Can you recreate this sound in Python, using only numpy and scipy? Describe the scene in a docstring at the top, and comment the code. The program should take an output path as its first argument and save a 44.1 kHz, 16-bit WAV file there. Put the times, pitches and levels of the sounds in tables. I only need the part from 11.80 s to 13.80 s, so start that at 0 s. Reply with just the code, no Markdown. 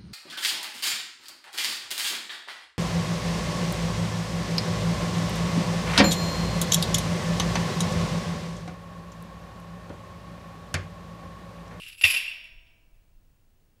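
"""Over air rumble, hiss and a camera's thin whine, a cage trap's steel mesh door scrapes down its guides.
It clips the frame, slams onto the sill and chatters to rest with faint squeaks and pings of a steel catch.
Scrape and mesh are coloured noise; bars, catch, frame and ground thud are dying sines.
Squeaks are gliding sines. The mesh and a few frame modes ring on after the slam."""
import sys
import numpy as np
from scipy import signal
from scipy.fft import rfft, irfft, next_fast_len
from scipy.io import wavfile
from scipy.ndimage import uniform_filter1d, map_coordinates

SR = 44100
rng = np.random.default_rng(int(sys.argv[2]) if len(sys.argv) > 2 else 0)


def generate_wav(sig):
    """Save sig (samples, or channels by samples) to the path in sys.argv[1] as 16-bit PCM at SR."""
    pcm = np.round(np.clip(np.atleast_2d(sig).T, -1, 1) * 32767).astype(np.int16)
    wavfile.write(sys.argv[1], SR, pcm)


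N = 88200


def amp(db):
    """Decibels to gain."""
    return 10 ** (np.asarray(db) / 20)


def unit(x):
    """Scale to rms 1."""
    return x / np.sqrt(np.mean(x ** 2) + 1e-20)


def clock():
    """Time of every sample in seconds."""
    return np.arange(N) / SR


def along(points, hz):
    """Interpolate (Hz, value) points on a log-frequency axis."""
    point_hz, values = np.transpose(points)
    return np.interp(np.log(hz + 1), np.log(point_hz + 1), values)


def level(rows):
    """Gain per sample from (s, dB) points."""
    return amp(np.interp(clock(), *np.transpose(rows)))


def shape(x, gain):
    """Filter x by a gain per FFT bin."""
    return irfft(rfft(x) * gain, N)


def noise(spectrum):
    """Gaussian noise coloured by (Hz, dB) points, rms 1."""
    hz = np.fft.rfftfreq(N, 1 / SR)
    return unit(shape(rng.standard_normal(N), amp(along(spectrum, hz))))


def wobble(rate_hz):
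    """Smooth random curve with rate_hz knots a second."""
    return map_coordinates(rng.standard_normal(N // 10), [clock() * rate_hz], mode="mirror")


def start_at(x, start_s, rise_s):
    """Delay x to start_s and let it swell in over about rise_s."""
    swell = 1 - np.exp(-(clock() / rise_s) ** 2)
    return np.pad(x * swell, (max(round(start_s * SR), 0), 0))[:N]


def ring(modes):
    """Sum of exponentially dying sines from (Hz, dB, t60 s) rows."""
    t = clock()
    return sum(amp(db - 60 * t / t60_s) * np.sin(2 * np.pi * hz * t) for hz, db, t60_s in modes)


# Colour of the hiss. Each row: frequency in Hz, relative density in dB per Hz.
HISS_COLOUR = [(20, -5.5), (100, 1), (250, -8), (500, -14), (1000, -20), (2000, -22.5), (2700, -25.5),
               (4000, -26), (8000, -28), (15800, -30.5)]
# Colour of the air rumble. Each row: frequency in Hz, relative density in dB per Hz.
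RUMBLE_COLOUR = [(8, -2), (25, 7.5), (45, -5), (90, -14), (200, -35), (600, -58.5)]
# Drift of the rumble. Each row: time in seconds, level in dB.
RUMBLE_LEVEL = [(0, -61.5), (.6, -60), (.76, -52), (.98, -62.5), (1.13, -56.5), (1.47, -56), (1.62, -63.5),
                (2, -65.5)]
HISS_DB = -68.5
WHINE_HZ, WHINE_DB = 15625, -80.5


def background():
    """Low noise drifting in level, steady broadband hiss and the camera's line whine, a pure sine."""
    rumble = level(RUMBLE_LEVEL) * noise(RUMBLE_COLOUR)
    hiss = amp(HISS_DB) * noise(HISS_COLOUR)
    whine = amp(WHINE_DB) * unit(np.sin(2 * np.pi * WHINE_HZ * clock()))
    return rumble + hiss + whine


# Rubbing in the guides. Each row: time in seconds, level in dB.
SLIDE_LEVEL = [(0, -47), (.03, -43), (.08, -43.5), (.115, -45.5), (.14, -47), (.168, -58), (.2, -52),
               (.22, -59), (.25, -87.5)]
# Colour of the rubbing. Each row: frequency in Hz, relative density in dB per Hz.
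RUB_COLOUR = [(30, -33.5), (90, -11.5), (200, -36), (900, -42), (1200, -29.5), (2150, -17.5), (2750, -0.5),
              (3200, -13.5), (4300, -20.5), (5300, -21), (6400, -33), (7800, -24), (9000, -29),
              (11300, -22.5), (13300, -39), (15800, -45)]
TICKS_PER_S, TICK_SCATTER_DB, TICK_T60_S = 500, 2.5, .06


def slide():
    """The falling door scrapes in its guides: random, uneven ticks whose decaying powers overlap."""
    struck = rng.random(N) < TICKS_PER_S / SR
    ticks = struck * amp(TICK_SCATTER_DB * rng.standard_normal(N))
    decay = amp(-60 * clock() / TICK_T60_S)
    power = shape(ticks ** 2, rfft(decay ** 2))
    envelope = np.sqrt(np.abs(power))
    return level(SLIDE_LEVEL) * unit(envelope * noise(RUB_COLOUR))


# Squeaks of steel on steel. Each row: start in seconds, length in seconds, from Hz, to Hz, level in dB.
SQUEAK_GLIDES = [(0, .018, 8900, 9200, -55.5), (0.186, 0.018, 8000, 8064, -51),
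                 (0.41, .03, 9400, 8000, -55), (.464, .045, 6900, 9420, -54)]
WAVER_HZ = 160  # rms


def squeaks():
    """The door rubs and settles: short sine glides with a randomly wavering pitch."""
    out = np.zeros(N)
    for start_s, length_s, from_hz, to_hz, db in SQUEAK_GLIDES:
        progress = np.clip((clock() - start_s) / length_s, 0, 1)
        waver = unit(uniform_filter1d(rng.standard_normal(N), size=30))
        hz = from_hz + (to_hz - from_hz) * progress + WAVER_HZ * waver
        envelope = np.sqrt(np.abs(np.sin(np.pi * progress)))
        out += amp(db) * envelope * np.sin(2 * np.pi * np.cumsum(hz) / SR)
    return out


# The door's contacts. Each row: start in seconds, short clank in dB, lasting ring in dB,
# clang of the bars in dB, treble tilt in dB per octave above 2800 Hz, rise in seconds.
DOOR_CONTACTS = [(0.077, -45.5, -57.5, -59, 8.5, .003), (.177, -48, -53, -51, 6, .003),
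                 (0.2117, -30, -39, -34, 2, 0.0003), (0.2354, -10.5, -24.5, -13, -2.5, .004),
                 (0.247, -20.5, -30, -69, 8.5, 0.01), (.301, -19.5, -38, -37, 4, .0008),
                 (.337, -22.5, -31.5, -36, -1.5, 0.0023), (.363, -29.5, -42, -26.5, 3, 0.0018),
                 (0.396, -49, -56, -34.5, -11.5, 0.0015), (.444, -41.5, -53, -42, -2.5, 0.00384),
                 (.479, -57, -46.5, -33.5, 0, 0.0013), (0.51, -52, -47, -39.5, -7.5, 0.0018),
                 (0.635, -49, -60, -44.5, 0, 0.0062), (0.859, -70, -64.5, -65.5, -6, 0.005),
                 (1.12, -76, -75.5, -68, 3, 0.026)]
# Colour of the struck wire mesh. Each row: frequency in Hz, relative density in dB per Hz.
MESH_COLOUR = [(30, -43), (120, -32.5), (400, -36), (700, -30.5), (1400, -27), (2150, -14), (2680, -2),
               (3150, -11.5), (3600, -14.5), (4150, -22), (5000, -14.5), (6200, -30.5), (7500, -23.5),
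               (9000, -30.5), (10000, -21), (11000, -22.5), (12200, -25), (13300, -41.5), (15800, -45)]
# Decay of the mesh's lasting ring. Each row: frequency in Hz, t60 in seconds.
MESH_DECAY = [(100, .7), (600, 0.64), (1500, .92), (2800, 0.86), (5000, .62), (7500, 0.45), (11000, .46),
              (15000, 0.5)]
MODE_SPREAD_DB = 2.5  # how far single modes stand out, rms
CLANK_T60_S = .125
CLANK_BODY_DB = 2  # clank's extra weight an octave or more below 2800 Hz
BUZZ_DB, BUZZ_PER_S = 4.5, 240  # loose wires buzz against each other during a clank


def mesh():
    """Each contact excites the same dense mesh modes: a short buzzing clank and a ring with t60 by frequency."""
    out = np.zeros(N)
    freq = np.fft.rfftfreq(N, 1 / SR)
    octaves = np.log2(np.maximum(freq, 100) / 2800)
    mode_curve = unit(uniform_filter1d(rng.standard_normal(len(freq)), size=50))
    modes = amp(MODE_SPREAD_DB * mode_curve)
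    body = amp(CLANK_BODY_DB * np.clip(-octaves, 0, 1))
    for start_s, clank_db, ring_db, _, tilt_db, rise_s in DOOR_CONTACTS:
        colour = modes * amp(tilt_db * np.maximum(octaves, 0))
        buzz = amp(BUZZ_DB * wobble(BUZZ_PER_S))
        clank = unit(buzz * shape(noise(MESH_COLOUR), colour * body))
        clank = clank * amp(-60 * clock() / CLANK_T60_S)
        steady = unit(shape(noise(MESH_COLOUR), colour))
        hz, t, bins = signal.stft(steady, SR, nperseg=512)
        decay = amp(-60 * t / along(MESH_DECAY, hz)[:, None])
        tail = signal.istft(bins * decay, SR, nperseg=512)[1][:N]
        out += start_at(amp(clank_db) * clank + amp(ring_db) * tail, start_s, rise_s)
    return out


# The door's bars. Each row: frequency in Hz, dB relative to the contact's clang, t60 in seconds.
BAR_MODES = [(1856, -24, 0.22), (2026, -21, 0.45), (2248, -14.5, .2), (2441, -14, 0.57), (2609, 1, 0.19),
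             (2728, 8.5, 0.069), (2877, -16, .15), (3074, -16.5, 0.095), (3490, -12, 0.21),
             (3664, -12.5, 0.13)]
BAR_SCATTER_DB = -1.5  # random spread of each mode from blow to blow; the sign only mirrors the draws


def bars():
    """Every contact clangs the door's bars, whose close modes beat against each other."""
    modes = np.array([ring([mode]) for mode in BAR_MODES])
    out = np.zeros(N)
    for start_s, _, _, clang_db, _, rise_s in DOOR_CONTACTS:
        gains = amp(clang_db + BAR_SCATTER_DB * rng.standard_normal(len(BAR_MODES)))
        out += start_at(gains @ modes, start_s, rise_s)
    return out


# The small steel catch. Each row: frequency in Hz, dB relative to the hit, t60 in seconds.
CATCH_MODES = [(4800, -40, .3), (8150, -51, .55), (9960, -46, .22), (10450, -43, .22), (11040, -28, .28),
               (11020, -32, .2), (13248, -51, .25), (14607, -43.5, .16)]
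# Jolts of the catch. Each row: start in seconds, gain in dB.
CATCH_JOLTS = [(.085, -29.5), (.125, -22.5), (.214, -4.5), (.246, -6.5), (.302, 2.5), (.335, -14.5)]
CATCH_RISE_S = .008


def catch():
    """The catch's high modes ring thinly at each jolt, most on the rebound."""
    ping = ring(CATCH_MODES)
    return sum(amp(db) * start_at(ping, start_s, CATCH_RISE_S) for start_s, db in CATCH_JOLTS)


# Long-ringing cage frame. Each row: frequency in Hz, level in dB, t60 in seconds.
FRAME_MODES = [(608, -64, 2), (669, -65, 2.9), (973.6, -65, 2.3), (1078, -46, 0.68), (1566.4, -53.5, 1.36),
               (2284, -39.5, 1.3), (2641, -48.5, 1.1), (2712, -39.5, 1.05), (3280, -56.5, 1.192),
               (3828, -50, .8), (5510, -40.5, 0.99)]
SLAM_S, SLAM_RISE_S = .2367, .0035
THUD_S, THUD_HZ, THUD_DB, THUD_T60_S, THUD_RISE_S = .2395, 84, -25, .13, .0058


def slam():
    """The door hits the sill: the frame's modes ring and the ground thuds as one low dying sine."""
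    frame = start_at(ring(FRAME_MODES), SLAM_S, SLAM_RISE_S)
    thud = start_at(ring([(THUD_HZ, THUD_DB, THUD_T60_S)]), THUD_S, THUD_RISE_S)
    return frame - thud  # thud in opposite polarity


def scene():
    """Sum of all sources at one microphone."""
    return (mesh() + bars() + slide() + slam() + catch() + squeaks() + background())[None]


CEILING, TOP_HZ = .74, 15800


def record(dry):
    """The camera rounds off the loudest peaks, then cuts everything above its band limit."""
    padded = next_fast_len(N + SR // 2)
    rounded = dry / (1 + np.abs(dry / CEILING) ** 6) ** (1 / 6)
    passed = np.fft.rfftfreq(padded, 1 / SR) < TOP_HZ
    return irfft(rfft(rounded, padded) * passed, padded)[..., :N]


dry = scene()
out = record(dry)
generate_wav(out)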